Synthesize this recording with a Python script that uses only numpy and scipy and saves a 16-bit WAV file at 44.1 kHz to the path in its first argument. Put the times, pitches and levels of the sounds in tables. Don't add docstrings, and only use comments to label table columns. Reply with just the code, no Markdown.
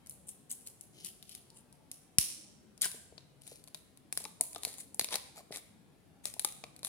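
import sys
import numpy as np
from scipy import signal
from scipy.io import wavfile
from scipy.ndimage import uniform_filter1d

SR = 44100
rng = np.random.default_rng(int(sys.argv[2]) if len(sys.argv) > 2 else 0)


def put_to_file(sound):
    columns = np.atleast_2d(sound).T
    safe = np.clip(columns, -1, 1)
    whole_steps = np.round(safe * 32767)
    wavfile.write(sys.argv[1], SR, whole_steps.astype(np.int16))


N = 303408

# frequency in Hz, relative level in dB.
ROOM_TONE_SPECTRUM = [(25, -19), (50, -5.5), (97, -1.5), (185, 1.5), (300, -3.5), (451, -9), (734, -12.5),
                      (1070, -19.5), (3620, -24.5), (6560, -30), (9840, -25.5), (11900, -30), (16000, -37)]
# frequency in Hz, correlation from 0 to 1.
ROOM_TONE_LIKENESS = [(50, 0.28), (250, 0.54), (600, 0.36), (2000, 0.15), (10000, 0.05)]
# frequency in Hz, left minus right in dB.
ROOM_TONE_BALANCE = [(60, 5.4), (250, 2.6), (700, 3.7), (3000, 0.92), (12000, 1)]
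# start and end in seconds, buckles per second, mean film level in dB.
CRINKLE_SPELLS = [(0.046, 0.119, 35, -50.5), (1.249, 1.4, 20, -54), (3.401, 3.701, 16, -51),
                  (3.929, 3.991, 16, -53), (4.503, 4.851, 18, -47.5), (5.099, 5.152, 40, -43),
                  (6.4, 6.559, 25, -45), (6.751, 6.808, 40, -52)]
# time in seconds, film level in dB, wall level in dB, patch ring in Hz.
BUCKLES = [(0.0959, -38, -72, 4350), (0.2899, -40.5, -52.5, 5540), (0.506, -54, -47, 5500),
           (.5252, -37.5, -58, 6140), (0.6726, -41, -52, 5300), (0.8102, -42, -52.5, 6100),
           (1.0472, -36, -44, 5000), (1.0603, -41, -55, 2840), (1.2265, -48, -49, 3520),
           (1.2935, -46, -51.5, 3020), (1.3506, -41, -47.5, 3380), (1.5028, -55, -56, 4730),
           (1.7264, -53.5, -63, 5180), (1.915, -37.5, -45, 5600), (2.1847, -14, -19, 5520),
           (2.7775, -53.5, -56, 5000), (2.8186, -21, -44, 4600), (2.855, -28, -38.5, 5000),
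           (2.916, -40.5, -46, 3770), (3.1796, -57.5, -44.5, 4000), (3.4766, -43, -52, 3700),
           (3.6754, -52, -53, 4400), (3.746, -38, -41.5, 3880), (4.1256, -30.5, -39.5, 5400),
           (4.1745, -26, -33.5, 5400), (4.241, -39.5, -46.5, 4600), (4.252, -39.5, -40, 3800),
           (4.4099, -19, -35.5, 4420), (4.548, -41, -47, 3700), (4.5597, -45, -39.5, 3580),
           (4.6336, -34.5, -40, 4000), (4.65, -27, -32.5, 4400), (4.783, -44, -53.5, 6200),
           (4.945, -38.5, -55.5, 5000), (4.995, -21.5, -26, 4470), (5.0118, -35, -33.5, 3830),
           (5.0444, -30.5, -34.5, 3750), (5.087, -50, -39, 4870), (5.1414, -35.5, -30, 3920),
           (5.1556, -27.5, -29.5, 4800), (5.5244, -49, -40.5, 2080), (5.5604, -40, -41, 3580),
           (5.571, -39, -48.5, 5200), (6.255, -28.5, -35.5, 5400), (6.339, -41, -48.5, 2700),
           (6.395, -26, -34.5, 4030), (6.4474, -22, -29, 3700), (6.639, -47.5, -40.5, 2410),
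           (6.831, -45, -42.5, 4240), (6.8481, -30.5, -35.5, 4170), (6.87, -43, -45.5, 3100)]
# frequency in Hz, relative level in dB.
FILM_SPECTRUM = [(500, -51.5), (2000, -29.5), (4500, -31), (6000, -13), (7100, -5), (8000, -4), (9600, 1),
                 (10700, -2.5), (11800, -8.5), (13500, -15.5), (16000, -27)]
EDGE_SPECTRUM = [(1000, -45.5), (8000, -24), (11000, -15), (12200, 16), (14000, 5.5), (15600, -7),
                 (17000, -18)]
SEALED_WALL_SPECTRUM = [(900, -24), (1700, -22.5), (2300, -13), (2950, -9.5), (3500, -9.5), (4100, -5),
                        (4900, -5.5), (5800, -4.5), (6600, -8), (7800, -14.5)]
OPEN_WALL_SPECTRUM = [(500, 0), (1100, -10.5), (1600, -8.5), (2330, -1), (2900, -8.5), (3840, 0),
                      (4500, -3), (5200, -5.5), (6300, -10), (7800, -18)]
# time in seconds, share open from 0 to 1.
LID_OPENING = [(2.2, 0), (2.85, 0.36), (4.2, 0.86)]
# time in seconds, left minus right in dB.
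CUP_PAN = [(.2, 3), (1, 10), (2.2, 0), (2.8, 9), (4.6, 4), (5, 3.5), (6.4, 5)]
# frequency in Hz, seconds to fall by 60 dB.
TAIL_T60 = [(200, .35), (600, 0.61), (1400, 0.76), (2500, 0.74), (4000, 0.68), (6000, 0.73), (8000, 0.69),
            (11000, 0.44), (16000, 0.43)]
# frequency in Hz, relative level in dB.
TAIL_SPECTRUM = [(100, -21), (500, 3), (1400, -1), (3000, -1), (6000, -3.5), (10000, -1), (16000, 4.5)]
# peak time and length in seconds, film and wall levels in dB.
STROKES = [(0.29, 0.052, -44, -62), (0.514, .046, -36.5, -53.5), (0.602, 0.12, -60, -71),
           (0.671, 0.029, -42.5, -52.5), (1.002, 0.18, -58, -57.5), (1.064, 0.078, -44, -49.5),
           (1.317, 0.12, -54.5, -56.5), (1.573, 0.084, -55.5, -66), (2.826, .036, -29.5, -35.5),
           (2.847, 0.065, -32.5, -38), (3.499, 0.22, -55.5, -59.5), (4.204, 0.13, -50, -56.5),
           (4.678, 0.18, -48, -52), (4.803, .08, -45.5, -58.5), (5.133, 0.07, -38, -37.5),
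           (5.377, 0.064, -50, -53.5), (5.549, 0.091, -45, -47.5), (6.27, 0.086, -45, -52),
           (6.859, 0.049, -41, -52.5)]
# start and end in seconds, first and last pitch in Hz, level in dB.
FAR_HUMS = [(1.42, 1.95, 940, 850, -77), (2.1, 2.65, 330, 290, -73), (4.7, 4.98, 290, 260, -70)]
# time in seconds, relative level in dB, nominal pitch in Hz.
CUP_KNOCKS = [(2.8574, -47.5, 636), (2.944, -50.5, 420), (3.124, -56, 494), (3.5182, -52, 431),
              (4.2046, -52.5, 686), (4.2556, -47.5, 790), (4.402, -50.5, 646), (4.4096, -39.5, 654),
              (4.5612, -44, 770), (4.67, -49, 534.2), (5.0145, -47.5, 237), (5.1434, -43.5, 700),
              (5.3758, -53, 760), (5.4049, -55.5, 676), (5.507, -44.5, 460), (6.3652, -55, 681),
              (6.4477, -41.5, 914), (6.6375, -48.5, 842)]
# wall level in dB, relative knock level in dB.
KNOCK_FROM_WALL = [(-55, -60), (-21, -49)]
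# start and end in seconds, first and
# last pitch in Hz, level in dB.
SEAL_PEELS = [(2.81, 2.841, 6100, 3000, -42), (2.829, 2.871, 1840, 1460, -46),
              (5.101, 5.177, 1130, 706, -52), (5.349, 5.42, 860, 620, -60)]


def amp(db):
    return 10 ** (np.asarray(db) / 20)


def unit(x):
    return x / np.sqrt(np.mean(x ** 2) + 1e-20)


def read(points, hz):
    f, value = np.transpose(points)
    return np.interp(np.log(hz + 1), np.log(f + 1), value)


def add(mix, s, sound):
    part = mix[:, max(round(s * SR), 0):][:, :sound.shape[1]]
    part += sound[:, :part.shape[1]]


def ring(x, spectrum, size=1024):
    log_gain = np.log(amp(read(spectrum, abs(np.fft.fftfreq(size, 1 / SR)))))
    response = np.fft.ifft(np.exp(np.conj(signal.hilbert(log_gain)))).real[:size // 2]
    return signal.fftconvolve(x, response[None], axes=1)[:, :x.shape[1]]


def resonate(x, hz, width_hz):
    turn = np.exp(2j * np.pi * np.cumsum(hz) / SR)
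    r = np.exp(-np.pi * width_hz / SR)
    return (turn * signal.lfilter([(1 - r) ** 2], [1, -2 * r, r * r], x / turn)).real


def place(pair, pan_db, lag=5):
    gains = unit(amp(np.array([pan_db, -pan_db]) / 2))
    return np.array([gains[0] * pair[0], gains[1] * np.pad(pair[1], (lag, 0))[:-lag]])


def opening(s):
    return np.interp(s, *np.transpose(LID_OPENING))


def room_tone(level_db=-63, drift_db=3, size=4096):
    hz, hop = np.fft.rfftfreq(size, 1 / SR), size // 4
    a, b, c, d, patches = rng.standard_normal((5, N // hop + 5, len(hz)))
    patches = unit(uniform_filter1d(uniform_filter1d(patches, size=9, axis=0), size=3, axis=1))
    likeness, lean = read(ROOM_TONE_LIKENESS, hz), amp(read(ROOM_TONE_BALANCE, hz) / 2)
    left = a + 1j * b
    right = likeness * left + np.sqrt(1 - likeness ** 2) * (c + 1j * d)
    frames = np.array([left * lean, right / lean]) * amp(read(ROOM_TONE_SPECTRUM, hz) + drift_db * patches)
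    noise = signal.istft(frames.swapaxes(1, 2), nperseg=size, noverlap=size - hop)[1]
    return amp(level_db) * unit(noise[:, :N])


def crinkles(spread_db=4, wall_db=-8.5, ring_hz=(2910, 5400)):
    rows = []
    for start, end, per_s, db in CRINKLE_SPELLS:
        count = max(round((end - start) * per_s), 1)
        for slot, (when, strength, patch) in enumerate(rng.random((count, 3))):
            s = start + (end - start) * (slot + when) / count
            film_db = db + spread_db * (2 * strength - 1)
            rows.append((s, film_db, film_db + wall_db, np.interp(patch, [0, 1], ring_hz)))
    return rows


def flutter(decay_s=.00081, linger_s=.0055, linger_db=-17, likeness=.68, size=700):
    t = np.arange(size) / SR
    left, other = rng.standard_normal((2, size))
    right = likeness * left + np.sqrt(1 - likeness ** 2) * other
    return np.array([left, right]) * (np.exp(-t / decay_s) + amp(linger_db) * np.exp(-t / linger_s))


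def fold_spectrum(ring_range_hz=(9740, 10930), ring_db=5, octaves=.09):
    hz = np.geomspace(500, 16000, 240)
    detune = np.log2(hz / rng.uniform(*ring_range_hz)) / octaves
    return np.transpose([hz, read(FILM_SPECTRUM, hz) + ring_db / (1 + detune ** 2)])


def wall_spectrum(s, ring_hz, ring_db=8, octaves=.12):
    hz, share = np.geomspace(200, 16000, 160), opening(s)
    body_db = (1 - share) * read(SEALED_WALL_SPECTRUM, hz) + share * read(OPEN_WALL_SPECTRUM, hz)
    patch_db = ring_db / (1 + (np.log2(hz / ring_hz) / octaves) ** 2)
    rolloff_db = 20 * np.log10((1 + (hz / 9500) ** 8) * (1 + (400 / hz) ** 2))
    return np.transpose([hz, body_db + patch_db - rolloff_db])


def ring_plastic(pair, parts):
    return sum(amp(db) * np.array([unit(port) for port in ring(pair, spectrum)]) for spectrum, db in parts)


def snaps(edge_db=-12.5, flip_s=.00005, level_span_s=.003, sealed_send_db=-3, open_send_db=-9):
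    close, send = np.zeros((2, 2, N))
    for s, film_db, wall_db, ring_hz in BUCKLES + crinkles():
        burst = flutter()
        size = burst.shape[1]
        burst *= 1 - np.exp(-np.arange(size) / SR / flip_s)
        impulse = np.array([signal.unit_impulse(size)] * 2)
        parts = ((fold_spectrum(), film_db), (wall_spectrum(s, ring_hz), wall_db),
                 (EDGE_SPECTRUM, film_db + edge_db))
        gain = np.sqrt(level_span_s * SR / size)
        pan_db = np.interp(s, *np.transpose(CUP_PAN))
        add(close, s, gain * place(ring_plastic(burst, parts), pan_db, lag=rng.integers(2, 7)))
        send_db = np.interp(opening(s), [0, 1], [sealed_send_db, open_send_db])
        add(send, s, gain * amp(send_db) * ring_plastic(impulse, parts))
    return close, send


def room(send, reflections_per_s=6000, tail_db=-1, onset_s=.0066):
    taps = rng.standard_normal((2, SR)) * (rng.random((2, SR)) < reflections_per_s / SR)
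    hz, t, frames = signal.stft(taps, SR, nperseg=256)
    frames *= amp(read(TAIL_SPECTRUM, hz)[:, None] - 60 * t / read(TAIL_T60, hz)[:, None])
    tail = signal.istft(frames, SR, nperseg=256)[1][:, :SR]
    tail *= 1 - np.exp(-np.arange(SR) / SR / onset_s)
    response = amp(tail_db) * tail / np.linalg.norm(tail[0])
    for delay_s, echo_db in [(.0046, -12.5), (.0064, -14), (.0128, -16.5), (.0142, -23), (.028, -14)]:
        arrivals = np.round((delay_s + rng.uniform(-.0004, .00032, 2)) * SR).astype(int)
        response[[0, 1], arrivals] += amp(echo_db)
    return place(signal.fftconvolve(send, response, axes=1)[:, :N], pan_db=-1)


def rubs(slips_per_s=2200, spread_db=4, depth_db=15, rise_share=.42, edge_db=-13):
    out = np.zeros((2, N))
    for peak, length, film_db, wall_db in STROKES:
        start, end = peak - rise_share * length, peak + (1 - rise_share) * length
        t = np.arange(start, end, 1 / SR)
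        n = len(t)
        sizes = amp(spread_db * np.minimum(rng.exponential(1, n), 4)) * rng.choice([-1, 1], n)
        slips = sizes * (rng.random(n) < slips_per_s / SR)
        spot = rng.integers(0, 6, n)
        grains = sum(signal.fftconvolve((slips * (spot == k))[None], flutter(), axes=1)[:, :n]
                     for k in np.unique(spot))
        swell = amp(np.interp(t, [start, peak, end], [-depth_db, 0, -depth_db]))
        swell *= signal.windows.tukey(n, .1)
        wall = wall_spectrum(peak, ring_hz=3100, ring_db=8 * (1 - opening(peak)) ** 2)
        parts = ((FILM_SPECTRUM, film_db), (wall, wall_db), (EDGE_SPECTRUM, film_db + edge_db))
        scuff = sum(amp(db) * unit(ring(grains, spectrum)) for spectrum, db in parts)
        add(out, start, place(scuff * swell, pan_db=3.5, lag=rng.integers(2, 9)))
    return out


def far_hums(width_share=.13):
    out = np.zeros((2, N))
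    for start, end, first_hz, last_hz, db in FAR_HUMS:
        n = round((end - start) * SR)
        hum = resonate(rng.standard_normal(n), np.linspace(first_hz, last_hz, n), width_share * last_hz)
        hum = amp(db) * unit(hum) * signal.windows.tukey(n, .5)
        add(out, start, place([hum, hum], pan_db=3))
    return out


def seal_pop(at_s=2.1843, level_db=-23.5, first_hz=290, last_hz=48, sag_s=.0036, decay_s=.0056):
    out, t = np.zeros((2, N)), np.arange(3000) / SR
    hz = last_hz + (first_hz - last_hz) * np.exp(-t / sag_s)
    thump = -amp(level_db) * np.sin(2 * np.pi * np.cumsum(hz) / SR) * np.exp(-t / decay_s)
    add(out, at_s, place([thump, thump], pan_db=25, lag=20))
    return out


def snap_knocks(pitch_hz=700):
    return [(s, np.interp(wall_db, *np.transpose(KNOCK_FROM_WALL)) + 20 * np.log10(opening(s)), pitch_hz)
            for s, _, wall_db, _ in BUCKLES if opening(s) > 0]


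def cup_knocks(decay_s=.0042, rise_s=.00059, gain_db=8, scatter=.16):
    out, t = np.zeros((2, N)), np.arange(1500) / SR
    for s, db, hz in CUP_KNOCKS + snap_knocks():
        knock = np.zeros_like(t)
        for ratio, mode_db in [(.35, -13.5), (.62, -10.5), (1, -.5), (1.45, -2.5)]:
            mode_hz = hz * ratio * (1 + rng.uniform(-scatter, scatter))
            fade = np.exp(-t * np.sqrt(ratio) / decay_s)
            knock += amp(mode_db) * np.sin(2 * np.pi * (mode_hz * t + rng.random())) * fade
        knock *= amp(db + gain_db) * (1 - np.exp(-t / rise_s))
        add(out, s, place([knock, knock], pan_db=3.5))
    return out


def seal_peels(slips_per_s=900, width_share=.28):
    out = np.zeros((2, N))
    for start, end, first_hz, last_hz, db in SEAL_PEELS:
        n = round((end - start) * SR)
        slips = rng.standard_normal(n) * (rng.random(n) < slips_per_s / SR)
        buzz = resonate(slips, np.geomspace(first_hz, last_hz, n), width_share * last_hz)
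        buzz = amp(db) * unit(buzz * signal.windows.tukey(n, .5))
        add(out, start, place([buzz, buzz], pan_db=2))
    return out


def rim_ring(at_s=2.829, hz=1560, width_hz=3.7, level_db=-58.5, rise_s=.012):
    out, t = np.zeros((2, N)), np.arange(SR // 2) / SR
    envelope = np.exp(-np.pi * width_hz * t) * (1 - np.exp(-t / rise_s))
    note = amp(level_db) * np.sin(2 * np.pi * hz * t) * envelope
    add(out, at_s, place([note, note], pan_db=2))
    return out


def scene(friction_send_db=-8, knock_send_db=-7):
    crackle, snap_send = snaps()
    friction, knocks = rubs() + seal_peels(), cup_knocks()
    reverb = room(snap_send + amp(friction_send_db) * friction + amp(knock_send_db) * knocks)
    return crackle + friction + knocks + seal_pop() + rim_ring() + reverb + room_tone() + far_hums()


def record(dry, low_cut_hz=42, band_limit_hz=16200):
    low_cut = signal.butter(3, low_cut_hz, "highpass", fs=SR, output="sos")
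    band_limit = signal.firwin(301, band_limit_hz, window=("kaiser", 9), fs=SR)
    return signal.oaconvolve(signal.sosfilt(low_cut, dry), band_limit[None], "same")


dry = scene()
out = record(dry)
put_to_file(out)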